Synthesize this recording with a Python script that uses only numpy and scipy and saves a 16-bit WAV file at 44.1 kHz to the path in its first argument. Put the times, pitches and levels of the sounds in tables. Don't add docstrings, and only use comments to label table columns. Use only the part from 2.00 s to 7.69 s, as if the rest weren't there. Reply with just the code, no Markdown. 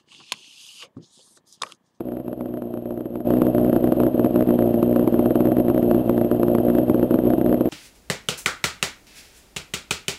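import sys
import numpy as np
from scipy import signal
from scipy.fft import rfft, irfft
from scipy.io import wavfile
from scipy.ndimage import uniform_filter1d, minimum_filter1d

SR = 44100
rng = np.random.default_rng(int(sys.argv[2]) if len(sys.argv) > 2 else 0)


def voltage_ratio(decibels):
    exponent = np.asarray(decibels, float) / 20
    return 10 ** exponent


def persist_wave(psi):
    counts = np.round(np.clip(psi, -1, 1) * 32767).astype(np.int16)
    wavfile.write(sys.argv[1], SR, np.atleast_2d(counts).T)


N = 250929
TURNS_PER_S = 60.5
OVERLOAD_DB = -6


def evened(x):
    return x / np.sqrt(np.mean(x ** 2) + 1e-20)


# start in seconds, blow in dB,
# delay of the second in seconds, its blow in dB.
HARD_PAIRS = [(0.0073, 3.5, 0.0151, -11.5), (0.1209, 3, 0.0492, 1.9), (0.2812, 2, 0.049, 0.5),
              (0.4097, 3.5, 0.0492, 1.5), (0.5406, 3.5, 0.0328, 1.8), (0.7404, 3.5, 0.0337, 0),
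              (1.0085, 2, 0.0493, 3.7), (1.1735, 0.2, 0.0319, 1), (1.3059, 0.5, 0.0326, 0.9),
              (1.4191, 3.7, 0.0494, 1.0), (1.5493, 0.7, 0.0332, 0), (1.7634, 3, 0.0152, -9.5),
              (1.8422, 3.5, 0.0326, -1.7), (2.0024, 3.4, 0.0328, 2.5), (2.196, 2.5, 0.0503, 2.5),
              (2.36, 2.5, 0.0169, -1.5), (2.9619, 3, 0.0332, 0.8), (3.1433, 3, 0.0502, 3),
              (3.2597, 2.3, 0.0167, -6), (3.4065, 2.5, 0.0491, 1.7), (3.585, 2.1, 0.0165, 1.5),
              (3.684, 2, 0.0169, 3.2), (3.913, 2.7, 0.0344, 2), (4.1795, 1.5, 0.0344, 2),
              (4.4324, 2.5, 0.0509, 1.7), (4.5511, 3, 0.0512, -1), (4.6845, 0.3, 0.0171, 1.5),
              (4.7519, 1.9, 0.0334, 3.5), (5.2712, 1.6, 0.033, 2), (5.4953, 1, 0.0327, 1)]
# start in seconds, blow in dB.
MORE_HARD_FIRINGS = [(0.0873, 0.2), (0.2015, -0.2), (0.908, 3), (0.9761, 1.8), (1.157, 2.5), (1.6484, -0.5),
                     (1.6808, -1.7), (2.067, 0), (2.2624, -0.5), (2.49, 0.5), (2.5073, 1.5), (2.6243, -0.9),
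                     (2.6586, -0.5), (3.0285, -1.5), (3.4551, 1.3), (3.4722, 0.4), (3.5195, 1.5), (3.7789, -1),
                     (4.0959, 3.5), (4.8985, 4.5), (5.0296, 4.5), (5.143, 3), (5.3363, 2.1), (5.4625, 0),
                     (0.9248, 0), (1.615, -1.5), (2.0519, -3.5), (2.409, 0.5), (3.9652, -2), (5.2544, -.5)]
# catch in seconds, dead time before it in seconds,
# blow on catching in dB.
STALLS = [(0.0552, 0.033, -2.5), (0.2479, 0.033, -5), (0.3773, 0.033, -3.5), (1.1058, 0.033, -5),
          (1.2723, 0.05, -2.5), (1.9694, 0.033, -3), (2.1459, 0.05, -0.5), (2.309, 0.033, -5.5),
          (2.4738, 0.033, -0.5), (3.1259, 0.033, -3), (3.3567, 0.033, 3), (3.569, 0.033, -1.5),
          (3.6501, 0.033, -3), (4.0607, 0.033, -5.5), (4.315, 0.033, 2.3), (5.11, 0.05, 3),
          (5.3827, 0.033, 0), (5.6578, 0.033, -0.2)]
# catch one turn later in seconds, blow on catching in dB.
MISFIRES = [(0.4908, -0.5), (0.6218, 1), (0.8243, -3), (0.8578, 0), (1.0409, -11), (1.5323, -10.5),
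            (1.7299, 2), (1.8088, -7), (1.9224, 2), (2.1793, -2), (2.3434, -0.5), (2.5905, -0.5),
            (2.743, 1), (2.8288, 2.5), (3.0766, 3.4), (3.3082, 1.7), (3.747, -1), (3.8288, 0.5),
            (4.2477, -0.5), (4.398, 0), (4.585, 1), (4.6346, -8.5), (4.865, -11.5), (4.9459, 4),
            (5.1895, 0.5), (5.2213, -9), (5.414, -0.5), (5.4455, -1.5), (5.5769, -5.5), (5.6098, 3.3)]


def marked():
    first = [(s, db) for s, db, _, _ in HARD_PAIRS]
    second = [(s + later_s, db) for s, _, later_s, db in HARD_PAIRS]
    catches = [(s, db) for s, _, db in STALLS]
    return np.array(sorted(first + second + MORE_HARD_FIRINGS + MISFIRES + catches))


def shaft():
    s = marked()[:, 0]
    turns = np.r_[0, np.cumsum(np.round(np.diff(s) * TURNS_PER_S))]
    times = np.r_[-1, s, s[-1] + 1]
    return times, np.r_[-(s[0] + 1) * TURNS_PER_S, turns, turns[-1] + TURNS_PER_S]


def firings():
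    ordinary_db, starved_db, stalled_db, misfired_db = -3, -6, -15.5, -14.5
    scatter_db, cap_db, hard_db = -1.5, -2.5, 1.0
    s, turns = shaft()
    at = np.interp(np.arange(turns[-2] + 2), turns, s)
    turn, marked_db = turns[1:-1].astype(int), marked()[:, 1]

    charge_db = np.full(len(at), float(ordinary_db))
    hard = turn[marked_db > hard_db]
    charge_db[np.r_[hard[1:] - 1, hard + 1]] = starved_db
    chance = np.clip(rng.standard_normal(len(at)), -2, 2)
    blow_db = np.minimum(charge_db + scatter_db * chance, cap_db)

    half_turn_s = 0.5 / TURNS_PER_S
    dead_spans = [(catch, dead_s, stalled_db) for catch, dead_s, _ in STALLS]
    dead_spans += [(catch, 2 * half_turn_s, misfired_db) for catch, _ in MISFIRES]
    for catch, dead_s, db in dead_spans:
        blow_db[(at > catch - dead_s - half_turn_s) & (at < catch - half_turn_s)] = db
    blow_db[turn] = marked_db
    return at, blow_db


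# frequency in Hz, level in dB, t60 in seconds.
PIPE_MODES = [(120.5, -41, 0.36), (243.8, -11, 0.077), (319.4, -10, 0.082), (345.6, -8.5, 0.11),
              (500, -51.5, 0.22), (562.5, -15.5, 0.03), (612.4, -30, 0.097), (694, -18.5, 0.067),
              (44, -54, 0.0099)]


def exhaust(at, blow_db):
    rise_s, lag_rad, detune, uneven_db = 0.0018, -0.3, 0.007, 1.1
    ringing_share = 0.71
    hz, db, t60_s = np.transpose(PIPE_MODES)[:, :, None]
    lead, out = 300, np.zeros(N + 6000)
    t = (np.arange(4000) - lead) / SR
    swell = np.exp(-(np.minimum(t, 0) / rise_s) ** 2)
    fade = voltage_ratio(db - 60 * np.maximum(t, 0) / t60_s) * swell / voltage_ratio(db).sum()
    phase = lag_rad * np.tanh(t / rise_s)
    chance = rng.standard_normal((len(at), 2, len(hz), 1))
    for s, level_db, (pitch, size) in zip(at, blow_db, chance):
        size = voltage_ratio(uneven_db * size)
        size = size * voltage_ratio(db).sum() / (size * voltage_ratio(db)).sum()
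        ring = size * fade * np.cos(2 * np.pi * hz * (1 + detune * pitch) * t + phase)
        part = out[round(s * SR):][:len(t)]
        push = max(voltage_ratio(level_db) - ringing_share * part[lead], 0)
        part += push * ring.sum(0)
    return voltage_ratio(OVERLOAD_DB) * out[lead:lead + N]


# multiple of shaft speed, level in dB rms.
SHAFT_ORDERS = [(1, -53.5), (2, -40.5), (3, -56.5), (4, -34.5), (10, -45.5)]


def pumping():
    wander_db = 1.5
    turns = np.interp(np.arange(N) / SR, *shaft())
    noise = rng.standard_normal((len(SHAFT_ORDERS), N))
    slow = uniform_filter1d(uniform_filter1d(noise, 1500), 1500)
    out = np.zeros(N)
    for (order, db), wander in zip(SHAFT_ORDERS, slow):
        level = np.sqrt(2) * voltage_ratio(db + wander_db * evened(wander))
        out += level * np.cos(2 * np.pi * order * turns)
    return out


def resonate(x, hz, width_hz):
    b, a = signal.iirpeak(hz, hz / width_hz, SR)
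    return signal.lfilter(b, a, signal.lfilter(b, a, x))


# frequency in Hz, density in dB per Hz.
RUSH_SPECTRUM = [(12, -60.5), (20, -23), (70, -25), (114, -15.5), (181, -16), (236, -10), (339, -18),
                 (412, -13), (607, -8.5), (831, -28), (2240, -52), (3140, -49), (6500, -66), (8450, -101),
                 (14300, -120)]
# frequency in Hz, width in Hz, level in dB rms.
FINS = [(2704, 300, -60.5), (3110, 140, -62)]


def rush(at, blow_db):
    rush_db, split_hz = -24.5, 1100
    puff_steady, puff_s = 0.45, 0.0095
    hiss_steady, hiss_s, hiss_lead_s, hiss_waver_db = 1.0, 0.007, 0.0029, 1.04
    kicks = np.zeros(N)
    kicks[np.clip(np.round(at * SR).astype(int), 0, N - 1)] = voltage_ratio(blow_db)
    t = np.arange(-2000, 2001) / SR
    puff_shape = np.exp(-abs(t) / puff_s) * (t >= 0)
    hiss_shape = np.exp(-((t + hiss_lead_s) / hiss_s) ** 2)
    puffs = puff_steady + evened(signal.oaconvolve(kicks, puff_shape, "same"))
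    hiss = hiss_steady + evened(signal.oaconvolve(kicks, hiss_shape, "same"))
    waver = evened(uniform_filter1d(rng.standard_normal(N), 900))
    hiss = hiss * voltage_ratio(hiss_waver_db * waver)

    gas_noise, metal_noise = rng.standard_normal((2, N))
    hz = np.fft.rfftfreq(N, 1 / SR)
    low = 1 / (1 + (hz / split_hz) ** 6)
    drive = low * rfft(evened(gas_noise * puffs))
    drive += (1 - low) * rfft(evened(gas_noise * hiss))
    table_hz, table_db = np.transpose(RUSH_SPECTRUM)
    colour = voltage_ratio(np.interp(np.log(hz + 1), np.log(table_hz), table_db))
    gas = irfft(drive * colour, N)
    fins = sum(voltage_ratio(db) * evened(resonate(metal_noise * hiss, f, width)) for f, width, db in FINS)
    return voltage_ratio(rush_db) * evened(gas) + fins


def scene():
    at, blow_db = firings()
    return (exhaust(at, blow_db) + pumping() + rush(at, blow_db))[None]


def held(x):
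    hold_hz = 12000
    size = SR * (N // SR + 1)
    hz = np.fft.rfftfreq(size, 1 / SR)
    z = rfft(x, size) * (hz < hold_hz / 2)
    shift = hold_hz * size // SR
    half = z[:shift // 2]
    z[shift:shift + len(half)] += half
    z[shift - len(half) + 1:shift] += np.conj(half[:0:-1])
    return irfft(z * np.sinc(hz / hold_hz), size)[:N]


def coarse(x):
    mask_db, grit_db, waver_db = -17, -16, 3.0
    from_hz, edge_hz, band_bins = 5000, 15700, 8
    hz, _, z = signal.stft(x, SR, nperseg=1024, noverlap=768)
    band = np.arange(len(hz)) // band_bins
    power = np.add.reduceat(abs(z) ** 2, np.arange(0, len(hz), band_bins)) / band_bins
    power_db = 10 * np.log10(power + 1e-20)
    loudest_db = -minimum_filter1d(-power_db, size=11, axis=0)
    waver = evened(uniform_filter1d(rng.standard_normal(power_db.shape), size=4, axis=1))
    kept = power_db + waver_db * waver > loudest_db + mask_db
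    real, imag = rng.standard_normal((2, *z.shape))
    grit = voltage_ratio(power_db + grit_db)[band] * (real + 1j * imag)
    gritty = (z + grit) * kept[band]
    z = np.where(hz[:, None] > from_hz, gritty, z)
    z = z / (1 + (hz[:, None] / edge_hz) ** 120)
    return signal.istft(z, SR, nperseg=1024, noverlap=768)[1][:N]


def roll_off(x):
    return signal.sosfilt(signal.butter(12, 15770, fs=SR, output="sos"), x)


def record(dry):
    raise_s, raise_db, ramp_s = 1.2488, 11.5, 0.0008
    full_scale = voltage_ratio(OVERLOAD_DB)
    clipped = np.clip(dry[0], -full_scale, full_scale)
    cut = signal.lfilter(*signal.butter(1, 10, "high", fs=SR), clipped)
    level_db = np.interp(np.arange(N) / SR, [raise_s, raise_s + ramp_s], [-raise_db, 0])
    mix = coarse(held(cut)) * voltage_ratio(level_db)
    return roll_off(mix[None])


dry = scene()
out = record(dry)
persist_wave(out)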